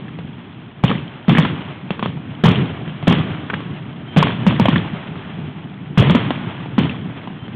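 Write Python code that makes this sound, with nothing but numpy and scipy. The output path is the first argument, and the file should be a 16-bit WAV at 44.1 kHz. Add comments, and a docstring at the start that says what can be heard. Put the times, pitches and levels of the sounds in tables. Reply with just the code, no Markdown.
"""Fireworks over a car park

Shells burst far above an open car park at night, each a sharp crack followed by a dispersed boom.
Buildings send back slaps and a lumpy roll over town noise and far pops; a cricket chirps in two gaps.
A small phone hears it all, passing little above a telephone band and clipping on the loudest booms."""
import sys
import numpy as np
from scipy import signal
from scipy.fft import rfft, irfft
from scipy.io import wavfile
from scipy.ndimage import uniform_filter1d

SR = 44100
rng = np.random.default_rng(int(sys.argv[2]) if len(sys.argv) > 2 else 0)


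def put_to_file(sound):
    """Save the sound as 16-bit audio at rate SR, in the file named by the first command-line argument."""
    columns = np.atleast_2d(sound).T  # one column per channel
    safe = np.clip(columns, -1, 1)
    whole_steps = np.round(safe * 32767)
    wavfile.write(sys.argv[1], SR, whole_steps.astype(np.int16))


N = 332955
T = np.arange(N) / SR


def undb(db):
    return 10 ** (np.asarray(db) / 20)


def fall(t, t60):
    """Decay that loses 60 dB in t60 seconds."""
    return np.exp(-np.log(1000) * t / t60)


def coloured(noise, spectrum):
    """Noise shaped by an EQ curve of (Hz, dB) points; rms 1."""
    hz, db = np.transpose(spectrum)
    bins_hz = np.fft.rfftfreq(len(noise), 1 / SR) + 1
    eq = undb(np.interp(np.log(bins_hz), np.log(hz), db))
    shaped = irfft(rfft(noise) * eq, len(noise))
    return shaped / np.sqrt(np.mean(shaped ** 2))


def wander(rate_hz):
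    """Smooth random modulation with a spread near 1."""
    hold = int(SR / rate_hz)
    steps = np.repeat(rng.standard_normal(N // hold + 1), hold)
    return 1.24 * uniform_filter1d(uniform_filter1d(steps, hold), hold)[:N]


def lumpy(spectrum, lump_db=0.0, lump_hz=210):
    """Coloured noise with a slow sway in level and optional quicker lumps."""
    level_db = lump_db * wander(lump_hz) + 1.38 * wander(5.5)
    return undb(level_db) * coloured(rng.standard_normal(N), spectrum)


# Level curves for the bed of town noise and far bursts: time_s, rumble_db, hiss_db
TOWN_LEVELS = [(0.0, -32, -43.5), (0.5, -36.5, -45.5), (1.2, -34, -46), (2.3, -31.5, -43),
               (3.0, -35.5, -42.5), (3.8, -30.5, -41), (4.2, -30.5, -42), (5.4, -29.5, -40.5),
               (5.9, -32.5, -43.5), (7.0, -32, -39.5), (7.55, -31.5, -43)]
def town_bed():
    """The distant town drifts in level; returns the power of its rumble and of its hiss."""
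    time_s, rumble_db, hiss_db = np.transpose(TOWN_LEVELS)
    return undb(np.interp(T, time_s, rumble_db)) ** 2, undb(np.interp(T, time_s, hiss_db)) ** 2


# EQ of the low roll, fullest near 150 Hz: frequency_hz, gain_db
RUMBLE_EQ = [(15, -80.5), (25, -67), (89, -7.5), (129, -1), (154, 1), (224, -6), (284, -7), (500, -24.5),
             (650, -49.5), (1100, -120)]
def rumble(power):
    """Town rumble and booms returning off buildings merge into one lumpy roll."""
    return np.sqrt(power) * lumpy(RUMBLE_EQ, lump_db=2.38, lump_hz=30)


# EQ of the midrange hiss: frequency_hz, gain_db
HISS_EQ = [(240, -14.5), (400, 2.5), (476, -6), (647, -0.5), (738, -0.5), (2570, -7.5), (3250, -9.5),
           (4110, -22.5), (4600, -63.5), (5980, -86), (10100, -120)]
def hiss(power):
    """Town hiss and the far wash of the cracks, with a light flutter."""
    return np.sqrt(power) * lumpy(HISS_EQ, lump_db=1.39, lump_hz=56)


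def far_pops(scatter_db, t60, count):
    """Small far pops, each ringing briefly at its own pitch; rms 1."""
    out, t = np.zeros(N + SR), T[:SR // 25]
    for when, pitch, faintness in rng.random((count, 3)):
        i = int(when * N)
        ring = np.sin(2 * np.pi * 450 * 8 ** pitch * t) * fall(t, t60)  # 450 to 3600 Hz
        gain = undb(-scatter_db * np.log(faintness + 0.038)) / 1.6 ** pitch
        out[i:i + len(t)] += gain * ring
    return out[:N] / np.sqrt(np.mean(out[:N] ** 2))


def crack(t, pitch_hz, knock_db, noise, t60):
    """A shock front: a blast pulse the microphone's bass cut turns into a knock, a snap, ragged noise."""
    late = (t - .001).clip(0)
    blast = -(1 - late / 0.0017) * np.exp(-late / 0.004) * (1 - np.exp(-late / 0.000081))
    bass_cut = signal.cheby1(4, 2., 170, "high", fs=SR, output="sos")
    knock = signal.sosfilt(bass_cut, blast + 1e-18)
    snap = -np.sin(2 * np.pi * pitch_hz * t) * fall(t, 0.53 * t60) * (1 - np.exp(-t / .0004))
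    ringing = signal.lfilter(*signal.iirpeak(min(pitch_hz, 4000), Q=3., fs=SR), noise)
    ragged = (undb(-9) * noise + undb(0.5) * ringing) * fall(t, t60) * (1 - np.exp(-t / 0.0011))
    return undb(knock_db) * knock + undb(-2) * snap + ragged


def boom(t, pitch_hz, length_s):
    """The lows come a little late: a few cycles swell fast, slide down in pitch and stop."""
    turns = pitch_hz * (t + .003 * (1 - np.exp(-t / 0.0089)))
    progress = np.clip(t / length_s, 0, 1)
    swell = (1 - np.exp(-t / 0.0026)) ** 2 * (1 - progress ** 2) ** 1.11
    # A deep thump, as from the phone overloading on big booms.
    overload_thump = np.sin(2 * np.pi * progress) * np.sin(np.pi * progress)
    return -np.sin(2 * np.pi * turns + .5) * swell + undb(-30) * overload_thump


# EQ of the cracks and their echoes, where the phone's top resonance rasps: frequency_hz, gain_db
RASP_EQ = [(240, -21), (400, 1.5), (590, -4.5), (640, -12), (1090, -4.5), (1490, -10.5), (1760, -7.5),
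           (3350, -9), (4600, -33), (5980, -69.5), (10100, -120)]
# Bangs, one a row: shell bursts, their fore-cracks and single slaps off walls.
# start_s, crack_db, crack_hz, knock_db (re crack), boom_db, boom_hz, boom_cycles, echo_db (re bang)
BANGS = [(0.081, -29.5, 1770, -12, -31.5, 229, 3.3, -15), (0.187, -23.5, 980, 9, -18, 146, 3.7, -26),
         (0.833, -29, 600, 5, -10, 108.6, 3.7, -20), (0.837, -5, 830, -12, 2.5, 152.6, 2.9, -20.5),
         (0.879, -16.5, 3080, 7, -14, 160, 5, -20.5), (0.894, -12.5, 590, 2, -14.5, 133, 2.1, -18),
         (0.902, -12.5, 590, 12.5, -18, 246, 7, -14), (0.913, -11.5, 1140, -3, -17.5, 210, 5.5, -16),
         (0.949, -26, 654, -8, -13.5, 181, 3.6, -21.5), (1.281, -16, 680, 15.5, 1.5, 174.7, 3.8, -15.5),
         (1.293, -4.5, 700, 0, -1.5, 163.5, 3.5, -15), (1.35, -11.5, 1720, 3, -11, 228, 6.5, -14),
         (1.371, -10, 1830, 4, -13, 208, 6.9, -18), (1.381, -1.5, 617, 3.5, -0.5, 151.3, 4.9, -17.5),
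         (1.424, -18.5, 3470, -11, -11.5, 180, 3.7, -14), (1.449, -4, 1110, -7, -16.5, 152, 2.9, -18.5),
         (1.905, -19.5, 2720, 18.5, -9.5, 170, 3, -16.5), (1.993, -16, 684, 10.5, -17, 168, 2.7, -21),
         (2.026, -11.5, 1000, 8, -12.5, 187, 2.5, -15.5), (2.058, -14, 1050, 11, -33, 176, 2.3, -17.5),
         (2.437, -2.5, 630, 3.5, 2.5, 167.7, 3, -15), (2.454, -7, 860, -9, 1.5, 139, 2.6, -16),
         (2.468, -22, 920, -1, -6.5, 169, 5.3, -20.5), (2.48, -9.5, 960, -6, -2.5, 158, 3.4, -20),
         (2.509, -19.5, 3440, -0.5, -17, 194, 2.6, -10), (2.556, -20, 3280, 1, -11, 172.5, 3.4, -13.5),
         (2.877, -23.5, 644, 8, -17, 132, 2.4, -20), (3.026, -20.5, 745, 7.5, -15.5, 117, 2.8, -18.5),
         (3.07, -8.5, 746, 0, -9, 246, 6.1, -15), (3.075, -6, 640, 2, 2.5, 161.6, 3.2, -14.5),
         (3.097, -24, 614, 2, -1, 144.5, 2.45, -15), (3.11, -13, 870, 5.5, -7.5, 201, 2.6, -16),
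         (3.124, -8, 910, 4.5, -6.5, 177, 3.6, -17), (3.151, -25, 2770, 7, -14, 150, 6.1, -11.5),
         (3.184, -14, 590, 9, -11, 168.4, 4.2, -18.5), (3.199, -30.5, 920, 0.4, -8.5, 119, 2.4, -19),
         (3.499, -12.5, 1525, -5, -18, 141, 1.8, -27), (3.533, -17, 1040, 3, -17.5, 193, 3.3, -26),
         (3.538, -12.5, 1640, -12, -15.5, 181, 2.7, -22.5), (3.604, -25, 1160, 10, -26, 220, 2.8, -16),
         (4.162, -8.5, 577, 9, 0, 187, 1.53, -16), (4.169, -4.5, 750, 5, 1.5, 147.5, 3.7, -15.5),
         (4.181, -9.5, 1130, 8.5, -2, 151, 2.4, -20.5), (4.202, -13, 1360, 2, -21, 143, 2.7, -12),
         (4.226, -2.5, 1050, -9, -25, 189, 4, -8), (4.269, -9.5, 720, 4, -17, 123, 3.5, -12),
         (4.465, -6, 926, 3, 0.5, 176.7, 5.4, -16), (4.508, -20, 1050, 12, -21, 210, 3.4, -17),
         (4.597, -8.5, 947, 12.5, -2.5, 195, 4.4, -17.5), (4.613, -17.5, 604, 16, -5, 121, 2.7, -14),
         (4.655, -2, 680, 1.5, -7.5, 160, 1.7, -19.5), (4.683, -7.5, 1000, 5, -0.5, 204.6, 3.3, -15),
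         (4.725, -16.5, 1410, -11, -9, 127, 4.7, -18), (4.758, -9.5, 1740, -5, -7, 193, 2.9, -18),
         (4.929, -37, 700, -1, -12, 165, 3.1, -28), (5.155, -27.5, 1230, 6.5, -22.5, 142, 4, -13),
         (5.56, -32.5, 1010, -3, -23, 160, 4.4, -20.5), (5.822, -38, 600, 2, -24, 162, 6.3, -24.5),
         (5.974, -7.5, 930, -7, 1.5, 151, 3.5, -11.5), (5.994, -6.5, 595, 4.5, 4.5, 117.7, 2.7, -19.5),
         (6.023, -8, 603, 4, -10, 212, 3.4, -18.5), (6.071, -14.5, 960, -3, -14.5, 109, 2.9, -10.5),
         (6.097, -6, 676, 10.5, 0.5, 173.5, 3.4, -17.5), (6.118, -25, 3330, 5, -6.5, 154, 5.3, -16.5),
         (6.148, -5.5, 705, -4, 0, 214, 4.6, -16.5), (6.25, -21, 960, 5, -14, 187, 5.3, -19),
         (6.305, -6.5, 748, 5, -11, 234, 3.8, -22), (6.601, -24.5, 1070, 4, -20.5, 151, 3.8, -21.5),
         (6.658, -22.5, 775, 7, -34, 131, 1.9, -21.5), (6.731, -41, 614, -2, -19, 121, 4.9, -18),
         (6.78, -10, 980, 6.5, 0.5, 197.6, 3.4, -15.5), (6.853, -19, 740, 9, -23.5, 238, 6.8, -15),
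         (6.894, -19.5, 2690, -1.5, -14.5, 185, 2.8, -16.5), (7.273, -22.5, 860, 6.5, -20, 199, 3.2, -22),
         (7.48, -31, 1690, 14, -21, 164, 3.6, -21)]
def bangs():
    """Each bang layers a crack and a boom; returns them and the power sent to low and high echoes."""
    out, low_send, high_send = np.zeros(N + SR), np.zeros(N), np.zeros(N)
    t = T[:SR // 4]
    noise = coloured(rng.standard_normal(N + SR), RASP_EQ)
    for start_s, crack_db, crack_hz, knock_db, boom_db, boom_hz, boom_cycles, echo_db in BANGS:
        i, boom_s = int(start_s * SR), boom_cycles / boom_hz
        span = slice(i, i + len(t))
        out[span] += undb(crack_db) * crack(t, crack_hz, knock_db, noise[span], t60=0.038)
        out[span] += undb(boom_db) * boom(t, boom_hz, boom_s)
        low_send[min(i + int(.8 * boom_s * SR), N - 1)] += undb(boom_db + echo_db) ** 2
        # Walls return the crack a little weaker than the boom, and thin slaps echo little.
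        treble_trim_db = -3 + 0.45 * (boom_db - crack_db)
        high_send[i] += undb(crack_db + echo_db + treble_trim_db) ** 2
    return out[:N], low_send, high_send


def tail(send, t60, build_s):
    """Reflected power gathers after each hit, then dies away."""
    decaying = signal.lfilter([1], [1, -fall(2 / SR, t60)], send)
    step = 1 / (build_s * SR)
    return signal.lfilter([step], [1, step - 1], decaying)


def building_echoes(send, near_t60, far_t60, far_db, far_build_s):
    """Echo power: near walls answer quickly; far blocks swell late and ring long."""
    near = tail(send, near_t60, build_s=0.0042)
    return near + undb(far_db) ** 2 * tail(send, far_t60, far_build_s)


# Cricket chirps in the gaps between bangs: start_s, pitch_hz, level_db
CRICKET_CHIRPS = [(4.078, 3120, -43), (7.387, 3080, -46)]
def cricket(stroke_s, rise_per_stroke):
    """Three wing strokes ring one note that creeps up through the chirp."""
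    out = np.zeros(N)
    for start_s, pitch_hz, level_db in CRICKET_CHIRPS:
        strokes = np.clip((T - start_s) / stroke_s, 0, 3)
        note_hz = pitch_hz * (1 + rise_per_stroke * strokes) + 30 * wander(80)
        note = np.sin(2 * np.pi * np.cumsum(note_hz) / SR)
        pulses = np.abs(np.sin(np.pi * strokes)) ** 0.44
        out += undb(level_db) * pulses * note
    return out


def scene():
    """Mono mix: bangs up front, their echoes swelling the town bed, and the cricket."""
    town_low, town_high = town_bed()
    hits, low_send, high_send = bangs()
    low_echo = building_echoes(low_send, near_t60=0.48, far_t60=2.2, far_db=-11.5, far_build_s=0.027)
    high_echo = building_echoes(high_send, near_t60=0.45, far_t60=0.62, far_db=-17.5, far_build_s=0.012)
    far_wash = undb(-14) ** 2 * tail(high_send, t60=1.78, build_s=0.09)
    roll = rumble(town_low + low_echo)
    rasp = np.sqrt(high_echo) * lumpy(RASP_EQ)
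    air = hiss(town_high + far_wash)
    pop_gain = undb(-6) * np.sqrt(town_high + far_wash + high_echo)  # rides under the hiss and rasp
    pops = pop_gain * far_pops(scatter_db=5.0, t60=0.012, count=2500)
    chirps = cricket(stroke_s=0.026, rise_per_stroke=0.007)
    return (hits + roll + rasp + air + pops + chirps)[None]


def record(dry):
    """The phone's port rings atop the telephone band; only hard-clipped edges reach the high treble."""
    port = dry + undb(-3.5) * signal.lfilter(*signal.iirpeak(3350, Q=5., fs=SR), dry)
    dulled = signal.sosfilt(signal.butter(4, 3900, fs=SR, output="sos"), port)
    band = signal.sosfilt(signal.ellip(8, .2, 80, 4300, fs=SR, output="sos"), dulled)
    clipped = np.clip(band, -.72, .72)
    return signal.sosfilt(signal.ellip(8, .2, 70, 16000, fs=SR, output="sos"), clipped)


dry = scene()
out = record(dry)
put_to_file(out)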